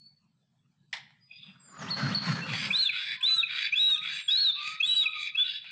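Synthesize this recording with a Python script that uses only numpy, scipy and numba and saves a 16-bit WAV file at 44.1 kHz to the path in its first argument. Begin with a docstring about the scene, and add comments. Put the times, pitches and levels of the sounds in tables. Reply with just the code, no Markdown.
"""A black stork flies in to its nest in a softly murmuring wood, where the trunks echo every call.
First small birds whistle, a twig snaps and something rasps far off. Then the stork's wings rush and
thump as it brakes, while a small bird chirps twice. The stork greets with six arched whistles that its
windpipe pulls into steps, and draws air with a hoarse hiss between them. A crack comes as it lands and
one near the end. A nest camera hears it all, with noise reduction, a hard limiter and a low sample rate."""
import sys
import numpy as np
from scipy import signal
from scipy.fft import rfft, irfft
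from scipy.io import wavfile
from scipy.ndimage import uniform_filter1d, map_coordinates
from numba import njit

SR = 44100
rng = np.random.default_rng(int(sys.argv[2]) if len(sys.argv) > 2 else 0)


def output_pcm(signal):
    """Save a mono or channel-first signal as 16-bit PCM at the path in sys.argv[1].

    Samples are clipped to [-1, 1] before scaling.
    """
    pcm = np.clip(np.atleast_2d(signal).T, -1, 1) * 32767
    wavfile.write(sys.argv[1], SR, np.round(pcm).astype(np.int16))


N = 251811
T = np.arange(N) / SR

# The stork's whistles. The voice aims at these pitches; squareness 1 is a pointed arch, 3 a flat top.
# (start [s], crest [s], end [s], first pitch [Hz], crest pitch [Hz], last pitch [Hz], squareness,
# middle break going up [Hz], going down [Hz], level [dB], leaking air [dB], octave [dB], throat hiss [dB])
STORK_NOTES = [ (2.706, 2.803, 2.904, 2100, 4150, 2050, 3.1, 3880, 3990, -19.5, -20, -45, -49),
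               (3.210, 3.312, 3.443, 2400, 4105, 2400, 3.1, 3915, 3300, -19.5, -22, -45, -54),
               (3.725, 3.848, 3.985, 2150, 3825, 2700, 2.9, 3660, 3260, -19, -21, -41, -55),
               (4.283, 4.414, 4.512, 3197, 4370, 3120, 1.45, 3495, 3080, -18.5, -21, -50, -48),
               (4.803, 4.945, 5.073, 2475, 3935, 2300, 3, 3620, 3516, -18.5, -21, -41, -61),
               (5.351, 5.428, 5.433, 2560, 3520, 3500, 2.5, 3900, 3900, -19, -20, -52, -66)]
# Windpipe resonances (pitches it likes to ring at) that pull on the whistle (pitch [Hz], level [dB])
PIPE_STEPS = [(2470, -2), (3440, -2.5), (3885, -0.5), (4300, -2)]
# Moments when the voice catches and turns weak and hoarse (time [s], half length [s], dip [dB])
VOICE_CATCHES = [(2.735, .009, -4), (2.776, .008, -9), (2.815, .03, -2.5), (2.848, .008, -10),
                 (2.885, .005, -6), (3.212, 0.0095, -13), (3.366, 0.015, -13), (3.42, .008, -7),
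                 (3.767, 0.0098, -6), (3.975, 0.014, -14), (4.4, .04, -3.5), (4.874, 0.022, -11.5),
                 (4.91, .008, -6), (4.952, 0.011, -11), (5.04, .015, -9), (5.364, 0.012, -9),
                 (5.435, .008, -8)]
# Air that leaks past the whistle (frequency [Hz], level [dB])
LEAK_SPECTRUM = [(200, -45.5), (500, -22), (900, -19.5), (1250, -7.5), (2000, -15.5), (2620, 6), (3050, 0),
                 (3500, -11.5), (4300, -4), (5000, -9.5), (5700, -15), (8000, -26.5)]
# A soft, low wheeze (start [s], end [s], first pitch [Hz], last pitch [Hz], level [dB])
WHEEZES = [(1.72, 1.97, 1083, 1350, -54.5), (3.19, 3.25, 1020, 1080, -52), (3.29, 3.43, 1259, 1352, -48),
           (3.88, 4.10, 1176, 1318, -52.5), (4.565, 4.79, 1156, 1297, -45), (5.00, 5.23, 1298, 1214, -50.5)]
# The stork's hisses; in each one the lowest windpipe resonance slides
# (start [s], end [s], slide from [Hz], slide to [Hz], slide width [Hz], slide level [dB],
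# throat [dB], windpipe [dB], bill [dB], high "sss" [dB])
STORK_HISSES = [(2.478, 2.688, 2540, 2400, 985, -35.5, -46, -39.5, -39, -51),
                (2.926, 3.164, 2585, 2260, 1110, -36.5, -43.5, -36.5, -43.5, -74.5),
                (3.489, 3.692, 2320, 2444, 774, -35.5, -39.5, -37, -45, -61),
                (4.02, 4.222, 2434, 2360, 1068, -37.5, -45, -38, -47.5, -58),
                (4.567, 4.773, 2710, 2247, 827, -40, -60, -50, -47, -56.5),
                (5.128, 5.3, 2503, 2280, 327, -37.5, -64, -37, -48.5, -55.5),
                (5.435, 5.594, 2850, 2825, 730, -40.5, -54, -34, -45, -88),
                (5.628, 5.797, 2507, 2420, 444, -45, -54, -51, -58, -76)]
# Resonances of throat, windpipe, bill and the high "sss" (frequency [Hz], width [Hz], level [dB])
THROAT_RINGS = [(1610, 190, 7.5), (1950, 220, 3)]
PIPE_RINGS = [(3430, 170, 1.5), (3847, 170, -1.5)]
BILL_RINGS = [(4534, 470, 4.9), (5005, 180, 2.4)]
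SSS_RINGS = [(6150, 550, 2.5), (6880, 560, -4), (7510, 290, -7.5)]
# Wingbeats as the stork brakes
# (time [s], thump pitch [Hz], thump [dB], buffeting air [dB], feather rush [dB], wing tip hiss [dB])
WINGBEATS = [(1.499, 188, -48.5, -61, -68, -72), (1.849, 166, -46.5, -44, -53.5, -63),
             (2.043, 140.6, -24.5, -31.5, -35, -65.5), (2.296, 159, -23, -36, -37, -56.5),
             (2.52, 136, -32.5, -45.5, -51.5, -60.5), (2.7, 189, -39.5, -68.5, -52, -52)]
# Buffeting air, rushing feathers and hissing wing tips (frequency [Hz], level [dB])
BUFFET_SPECTRUM = [(30, -58), (70, -28), (100, -11.5), (125, -2), (160, 4), (230, -1), (320, -19.5),
                   (600, -57.5)]
FEATHER_SPECTRUM = [(50, -35), (150, -18), (350, -3), (550, 2.5), (750, -2), (1300, 9), (2000, 2.5),
                    (3200, -4), (5000, -7), (6800, -16), (8000, -38)]
WING_TIP_SPECTRUM = [(1500, -26), (3000, -4.5), (5000, -2.5), (6800, -7), (8000, -6)]
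# A twig snaps and its echoes follow; later, two more cracks (time [s], strength [dB])
SNAPS_AND_ECHOES = [(0.9284, -21.5), (0.9305, -21), (0.9361, -22.5), (0.94, -38), (0.9696, -33.5),
                    (1.106, -47.5), (2.535, -19), (5.643, -36.5)]
# Resonances of a dry twig (frequency [Hz], width [Hz], level [dB])
TWIG_RINGS = [(863, 330, -5.5), (1820, 600, -7.5), (2020, 590, 0), (3520, 1660, -5.5), (5190, 1250, -13)]
# One small bird's repeated chirp (time of highest pitch [s], level [dB])
BIRD_CHIRPS = [(1.906, -29), (2.148, -26.5)]
# Thin whistles of small birds (start [s], end [s], first pitch [Hz], last pitch [Hz], level [dB])
BIRD_NOTES = [(0, .08, 4405, 4480, -55), (1.21, 1.83, 4920, 4810, -72), (1.31, 1.38, 4840, 4900, -62),
              (1.60, 1.76, 7690, 6880, -64.5), (1.781, 1.845, 7110, 5120, -52.5),
              (2.418, 2.447, 2672, 2770, -39), (4.14, 4.29, 7550, 7410, -60.5)]
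# Resonances of a far-off rasping call (frequency [Hz], width [Hz], level [dB])
RASP_RINGS = [(2567, 350, -5.5), (3420, 400, -8)]
# The wood's low murmur and its faint rustle (frequency [Hz], level [dB])
MURMUR_SPECTRUM = [(25, -29.5), (60, -32.5), (90, -11), (130, 6), (170, 3), (230, -3), (330, -29.5),
                   (700, -50.5)]
RUSTLE_SPECTRUM = [(100, -13), (300, -6.5), (700, -0.5), (2000, -5.5), (4000, -2.5), (8000, -15.5)]
# Echoes off the nearest trunks and branches (delay [s], level [dB])
TRUNK_ECHOES = [(.0075, -15), (0.0104, -15), (0.044, -24.5)]
# How the camera boosts or cuts the treble (frequency [Hz], gain [dB])
CAMERA_TREBLE = [(6500, -1.5), (7500, 3.5), (8000, 0), (8600, -2), (9300, -36), (10500, -53.5),
                 (12000, -52), (15000, -59.5)]


def whistles(jitter=.018, flutter_db=3.8, octave_growth=1.64, edge_s=.003):
    """The stork's notes: a hoarser one leaks more air and wavers more; a catch brings out the octave."""
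    out = np.zeros(N)
    air = patchy(noise(LEAK_SPECTRUM), db=8)
    waver, flutter = wander(500), wander(170)
    throat = blown(THROAT_RINGS[:1], np.ones(N))
    catch_db = sum(db * np.exp(-((T - at) / length) ** 2) for at, length, db in VOICE_CATCHES)
    for start, crest, end, *shape, db, leak_db, octave_db, throat_db in STORK_NOTES:
        envelope = gate(start, end, edge_s)
        on = envelope > .001
        hz, gain = windpipe_steps(T[on], start, crest, end, *shape)
        hoarse = undb(leak_db - catch_db[on])
        phase = 2 * np.pi * np.cumsum(hz * (1 + jitter * hoarse * waver[on])) / SR
        octave = undb(octave_db - octave_growth * catch_db[on])
        tone = np.sqrt(2) * (np.sin(phase) + octave * np.sin(2 * phase))
        tone *= undb(flutter_db * np.sqrt(hoarse) * flutter[on])
        out[on] += undb(db + catch_db[on]) * envelope[on] * gain * (tone + hoarse * air[on])
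        out += undb(throat_db) * envelope * throat
    return out


def windpipe_steps(t, start, crest, end, first, top, last, squareness, break_up, break_down,
                   low_break_hz=3002, high_break_hz=4140, pull=.51):
    """One whistle's pitch and gain: the voice arches smoothly, the windpipe pulls it into steps."""
    strain = 1 - np.interp(t, [start, crest, end], [1, 0, 1]) ** squareness
    foot = np.where(t < crest, first, last)
    aim = foot + (top - foot) * strain
    middle_break = np.where(t < crest, break_up, break_down)
    step = np.sum([aim > low_break_hz, aim > middle_break, aim > high_break_hz], axis=0)
    pipe_hz, pipe_db = np.array(PIPE_STEPS)[step].T
    hz = aim + pull * (pipe_hz - aim)
    gain = undb(pipe_db)
    for i in np.flatnonzero(np.diff(step)):  # the tone falters at each break, more for a wider jump
        jump_hz = abs(hz[i + 1] - hz[i])
        depth, falter_s = min(1, jump_hz / 400), 1.4e-5 * jump_hz
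        gain *= 1 - depth * np.exp(-((t - t[i]) / falter_s) ** 2)
    return hz, gain


def hisses(core_width_hz=170, core_db=-3, crest=.59, swell_db=14, rasp_db=1.77, waver_db=.8):
    """The stork draws air with a hoarse hiss that brightens and shifts as its throat tightens."""
    tighten, slide, throat, pipe, bill, sss = np.zeros((6, N))
    for start, end, first, last, width, slide_db, throat_db, pipe_db, bill_db, sss_db in STORK_HISSES:
        on = gate(start, end, .018)
        progress = np.clip((T - start) / (end - start), 0, 1)
        slack_db = -swell_db * ((progress - crest) / crest) ** 2  # quieter either side of the crest
        tighten += on * (progress - .5)
        slide_hz = first + (last - first) * progress
        broad = unit(resonance(rng.standard_normal(N), slide_hz, width))
        core = unit(resonance(rng.standard_normal(N), slide_hz, core_width_hz))  # half whistled
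        slide += on * undb(slide_db + .051 * slack_db) * unit(broad + undb(core_db) * core)
        throat += on * undb(throat_db + .42 * slack_db)
        pipe += on * undb(pipe_db + .33 * slack_db)
        bill += on * undb(bill_db + slack_db)
        sss += on * undb(sss_db + 2.5 * slack_db)
    pipe_stretch = 1 + .022 * tighten
    air = (slide
           + throat * blown(THROAT_RINGS, 1 + .26 * tighten)
           + pipe * blown(PIPE_RINGS, pipe_stretch)
           + bill * blown(BILL_RINGS, 1 + .08 * tighten)
           + sss * blown(SSS_RINGS, pipe_stretch))
    air = np.std(air) * patchy(air, db=3)
    return air * undb(rasp_db * wander(350) + waver_db * wander(35))


def wheeze():
    """Soft, low tones under the stork's whistles and hisses."""
    return tones(WHEEZES, bow=680, edge_s=.026, jitter=.015, flutter_db=2.5, octave_db=-26.5)


def wings(arrive_s=1.836, fold_s=2.703, lead_s=.028, thump_s=.018, sag_hz_per_s=1160, flutter_db=2):
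    """Air streams over the braking wings; each downstroke swishes, then thumps with a puff of air."""
    approach_db = -140 * np.maximum(arrive_s - T, 0)
    fold_db = -201.5 * np.maximum(T - fold_s, 0)
    glide = undb(approach_db + fold_db)
    buffet, rush = undb(-46) * glide, undb(-46.5) * glide
    tips, thumps = np.zeros((2, N))
    for at, hz, thump_db, buffet_db, rush_db, tips_db in WINGBEATS:
        swish = downstroke(at - lead_s)
        tips += undb(tips_db) * swish
        rush += undb(rush_db) * swish
        buffet += undb(buffet_db) * downstroke(at)
        age = T - at
        phase = 2 * np.pi * (hz - sag_hz_per_s * age / 2) * age  # deepens as the wing passes
        thumps += undb(thump_db) * np.exp(-.5 * (age / thump_s) ** 2) * np.sin(phase)
    feathers = patchy(noise(FEATHER_SPECTRUM), db=2.5)
    near = np.interp(T, [1.78, 1.92], [0, 1])  # from further off the feathers sound duller
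    feathers = near * feathers + (1 - near) * colour(feathers, [(1600, 4.5), (2600, 2)])
    feathers *= undb(flutter_db * wander(120))
    return rush * feathers + tips * noise(WING_TIP_SPECTRUM) + buffet * noise(BUFFET_SPECTRUM) + thumps


def downstroke(at, rise_s=.027, fall_s=.093):
    """The loudness of one wingbeat swells quickly and dies away more slowly."""
    return np.exp(-.5 * ((T - at) / np.where(T < at, rise_s, fall_s)) ** 2)


def twigs(crack_s=.001, splinter_s=.03, splinter_db=-20):
    """A snap, its echoes and two later cracks: sharp bursts with splintering tails ring like dry wood."""
    force = np.zeros(N)
    for at, db in SNAPS_AND_ECHOES:
        age = T[T >= at] - at
        splinters = undb(splinter_db) * np.exp(-age / splinter_s)
        force[T >= at] += undb(db) * (np.exp(-age / crack_s) + splinters)
    wood = sum(undb(db) * resonance(force * rng.standard_normal(N), hz * np.ones(N), width)
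               for hz, width, db in TWIG_RINGS)
    return undb(10.5) * wood


def chirps(foot_hz=2540, top_hz=4454, end_hz=4186, sweep_s=.034, sag_s=.042, fade_db_per_s=110):
    """A small bird sings a soft, reedy upward sweep, then a loud note that sags and fades."""
    song = np.zeros(N)
    for at, db in BIRD_CHIRPS:
        song += tones([(at - sweep_s, at, foot_hz, end_hz, db - 15)],
                      edge_s=.0096, jitter=.034, flutter_db=.5, octave_db=-24)
        note = tones([(at, at + sag_s, top_hz, end_hz, db)],
                     edge_s=.004, jitter=.0082, flutter_db=1.5, octave_db=-34.5)
        song += note * undb(-fade_db_per_s * np.maximum(T - at, 0))
    return song


def songbirds():
    """Small birds whistle thin, almost pure notes in the trees."""
    return tones(BIRD_NOTES, edge_s=.0076, jitter=.0065, flutter_db=2.8, octave_db=-41.5)


def far_rasp(rise=.059):
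    """One rasping call from among the trees, rising a little in pitch."""
    db = np.interp(T, [1.295, 1.312, 1.43, 1.5, 1.58], [-70.5, -50.5, -47.5, -50.5, -78])
    stretch = 1 + rise * np.interp(T, [1.3, 1.45], [-.5, .5])
    loudness = undb(db + 1.9 * wander(250)) * gate(1.28, 1.6, .005)
    return loudness * patchy(blown(RASP_RINGS, stretch), db=5)


def murmur(low_db=-68, swell_db=3.5, rustle_db=-73.5):
    """Low, restless air in the wood, with faint rustles."""
    low = undb(low_db + swell_db * wander(25)) * patchy(noise(MURMUR_SPECTRUM), db=2.5, width_hz=33)
    return low + undb(rustle_db) * patchy(noise(RUSTLE_SPECTRUM), db=4.5)


def forest(x, tail_db, decay_s, build_s=.0009):
    """Near trunks echo at once; far ones blur into a tail that falls 60 dB in decay_s."""
    t = T[:SR]
    tail = colour(rng.standard_normal(SR), [(200, -20.5), (800, 4), (4000, 3.5), (8000, -2)])
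    tail *= np.exp(-np.log(1000) * t / decay_s) * (1 - np.exp(-t / build_s))
    echoes = undb(tail_db) * tail / np.sqrt(np.sum(tail ** 2))
    for delay, db in TRUNK_ECHOES:
        echoes[int(delay * SR)] += undb(db)
    return x + signal.fftconvolve(x, echoes)[:N]


def tones(table, edge_s, jitter, flutter_db, octave_db, bow=0):
    """Almost pure sliding notes; bow [Hz per s squared] lifts the pitch in the middle of each."""
    out = np.zeros(N)
    waver, flutter = 1 + jitter * wander(500), undb(flutter_db * wander(90))
    for start, end, first, last, db in table:
        on = (T > start - edge_s) & (T < end + edge_s)
        t = T[on]
        hz = np.interp(t, [start, end], [first, last]) + bow * (t - start) * (end - t)
        phase = 2 * np.pi * np.cumsum(hz * waver[on]) / SR
        inside = np.clip(np.minimum(t - start, end - t) / edge_s, -1, 1)
        fade = .5 + .5 * np.sin(np.pi / 2 * inside)
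        tone = np.sqrt(2) * (np.sin(phase) + undb(octave_db) * np.sin(2 * phase))
        out[on] += undb(db) * flutter[on] * fade * tone
    return out


def blown(rings, stretch):
    """Rushing air through resonances whose frequencies are all multiplied by stretch."""
    return unit(sum(undb(db) * resonance(rng.standard_normal(N), hz * stretch, width)
                    for hz, width, db in rings))


def patchy(x, db, width_hz=170, hold_s=.06):
    """Make the sound patchy and streaky: each narrow band swells and fades at random."""
    f, t, cells = signal.stft(x, SR, nperseg=512)
    chance = rng.standard_normal((1024, 1024))
    grid = np.meshgrid(f / width_hz, t / hold_s, indexing="ij")
    swell = map_coordinates(chance, grid, order=1, mode="wrap")
    return unit(signal.istft(cells * undb(db * unit(swell)), SR)[1][:N])


def resonance(x, hz, width):
    """Keep the sound near hz, filtering twice for a sharper cut."""
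    return bandpass(bandpass(x, hz, float(width)), hz, float(width))


@njit
def bandpass(x, hz, width):
    """A filter that lets through one band, whose centre can move."""
    y, band, low = np.empty(len(x)), 0., 0.
    for i in range(len(x)):
        tuning, damping = np.tan(np.pi * hz[i] / SR), width / hz[i]
        ring = (band + tuning * (x[i] - low)) / (1 + tuning * (tuning + damping))
        band, low = 2 * ring - band, low + 2 * tuning * ring
        y[i] = damping * ring
    return y


def noise(points):
    """Noise shaped by a spectrum, with an average (rms) size of 1."""
    return unit(colour(rng.standard_normal(N), points))


def colour(x, points):
    """Boost or cut x along a curve of (frequency [Hz], gain [dB]) points."""
    hz, db = np.transpose(points)
    f = np.maximum(np.fft.rfftfreq(len(x), 1 / SR), 1)
    return irfft(rfft(x) * undb(np.interp(np.log(f), np.log(hz), db)), len(x))


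def wander(rate):
    """A smooth random wobble that changes about rate times a second."""
    hold = max(int(SR / rate), 1)
    steps = np.repeat(rng.standard_normal(N // hold + 1), hold)
    return unit(uniform_filter1d(steps, hold)[:N])


def gate(start, end, edge):
    """1 from start to end and 0 outside, with soft edges."""
    return (1 + np.tanh((T - start) / edge)) / 2 * (1 + np.tanh((end - T) / edge)) / 2


def unit(x):
    """Scale to an average (rms) size of 1."""
    return x / np.sqrt(np.mean(x ** 2))


def undb(db):
    """Turn decibels into a number to multiply by."""
    return 10 ** (np.asarray(db) / 20)


def reduce_noise(x, quiet_db=-90.5, floor_db=-7.5):
    """The camera turns down bands that stay quiet, so echoes break up and die early."""
    cells = signal.stft(x, SR, nperseg=512)[2]
    power = uniform_filter1d(np.abs(cells) ** 2, size=7, axis=1) + 1e-18
    gain = np.maximum(power / (power + undb(quiet_db) ** 2), undb(floor_db))
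    return signal.istft(cells * gain, SR)[1][:N]


def limiter(x, ceiling_db=-17.35, attack_s=.0005, release_s=.027):
    """The camera turns loud peaks down, a moment late, so sudden ones slip past."""
    peaks = peak_follower(x, np.exp(-1 / (release_s * SR)))
    wanted_cut = np.maximum(0, 1 - undb(ceiling_db) / (peaks + 1e-9))
    lag = np.exp(-1 / (attack_s * SR))
    cut = signal.lfilter([1 - lag], [1, -lag], wanted_cut)
    return x * (1 - cut)


@njit
def peak_follower(x, release):
    """Jump to each peak and sink back slowly."""
    y, peak = np.empty(len(x)), 0.
    for i in range(len(x)):
        peak = max(abs(x[i]), peak * release)
        y[i] = peak
    return y


def cut_above(x, hz):
    """Steeply remove the sound above hz."""
    return signal.sosfilt(signal.ellip(8, .2, 70, hz, fs=SR, output="sos"), x)


def scene():
    """The stork is close; the small birds are further off and echo more."""
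    voice = forest(whistles() + wheeze(), tail_db=-15, decay_s=.84)
    breath_and_wings = forest(hisses() + wings(), tail_db=-17, decay_s=.98)
    birds = forest(songbirds(), tail_db=-2, decay_s=.37)
    cracks_and_rasp = forest(twigs() + far_rasp(), tail_db=-15.5, decay_s=.61)
    chirping = forest(chirps(), tail_db=-5.5, decay_s=.9, build_s=.03)
    return (voice + breath_and_wings + birds + cracks_and_rasp + chirping + murmur())[None]


def record(dry, camera_rate_hz=16000, max_db=-17.6, top_hz=15700):
    """The camera lowers noise and limits peaks; its low sample rate mirrors the treble about 8 kHz."""
    limited = limiter(reduce_noise(dry[0]))
    band = cut_above(limited, camera_rate_hz / 2)
    mirrored = band * (1 + 2 * np.cos(2 * np.pi * camera_rate_hz * T))
    shaped = colour(mirrored, CAMERA_TREBLE)
    flattened = np.clip(shaped, -undb(max_db), undb(max_db))  # peaks that slip past make a tick
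    return cut_above(flattened, top_hz)[None]


dry = scene()
out = record(dry)
output_pcm(out)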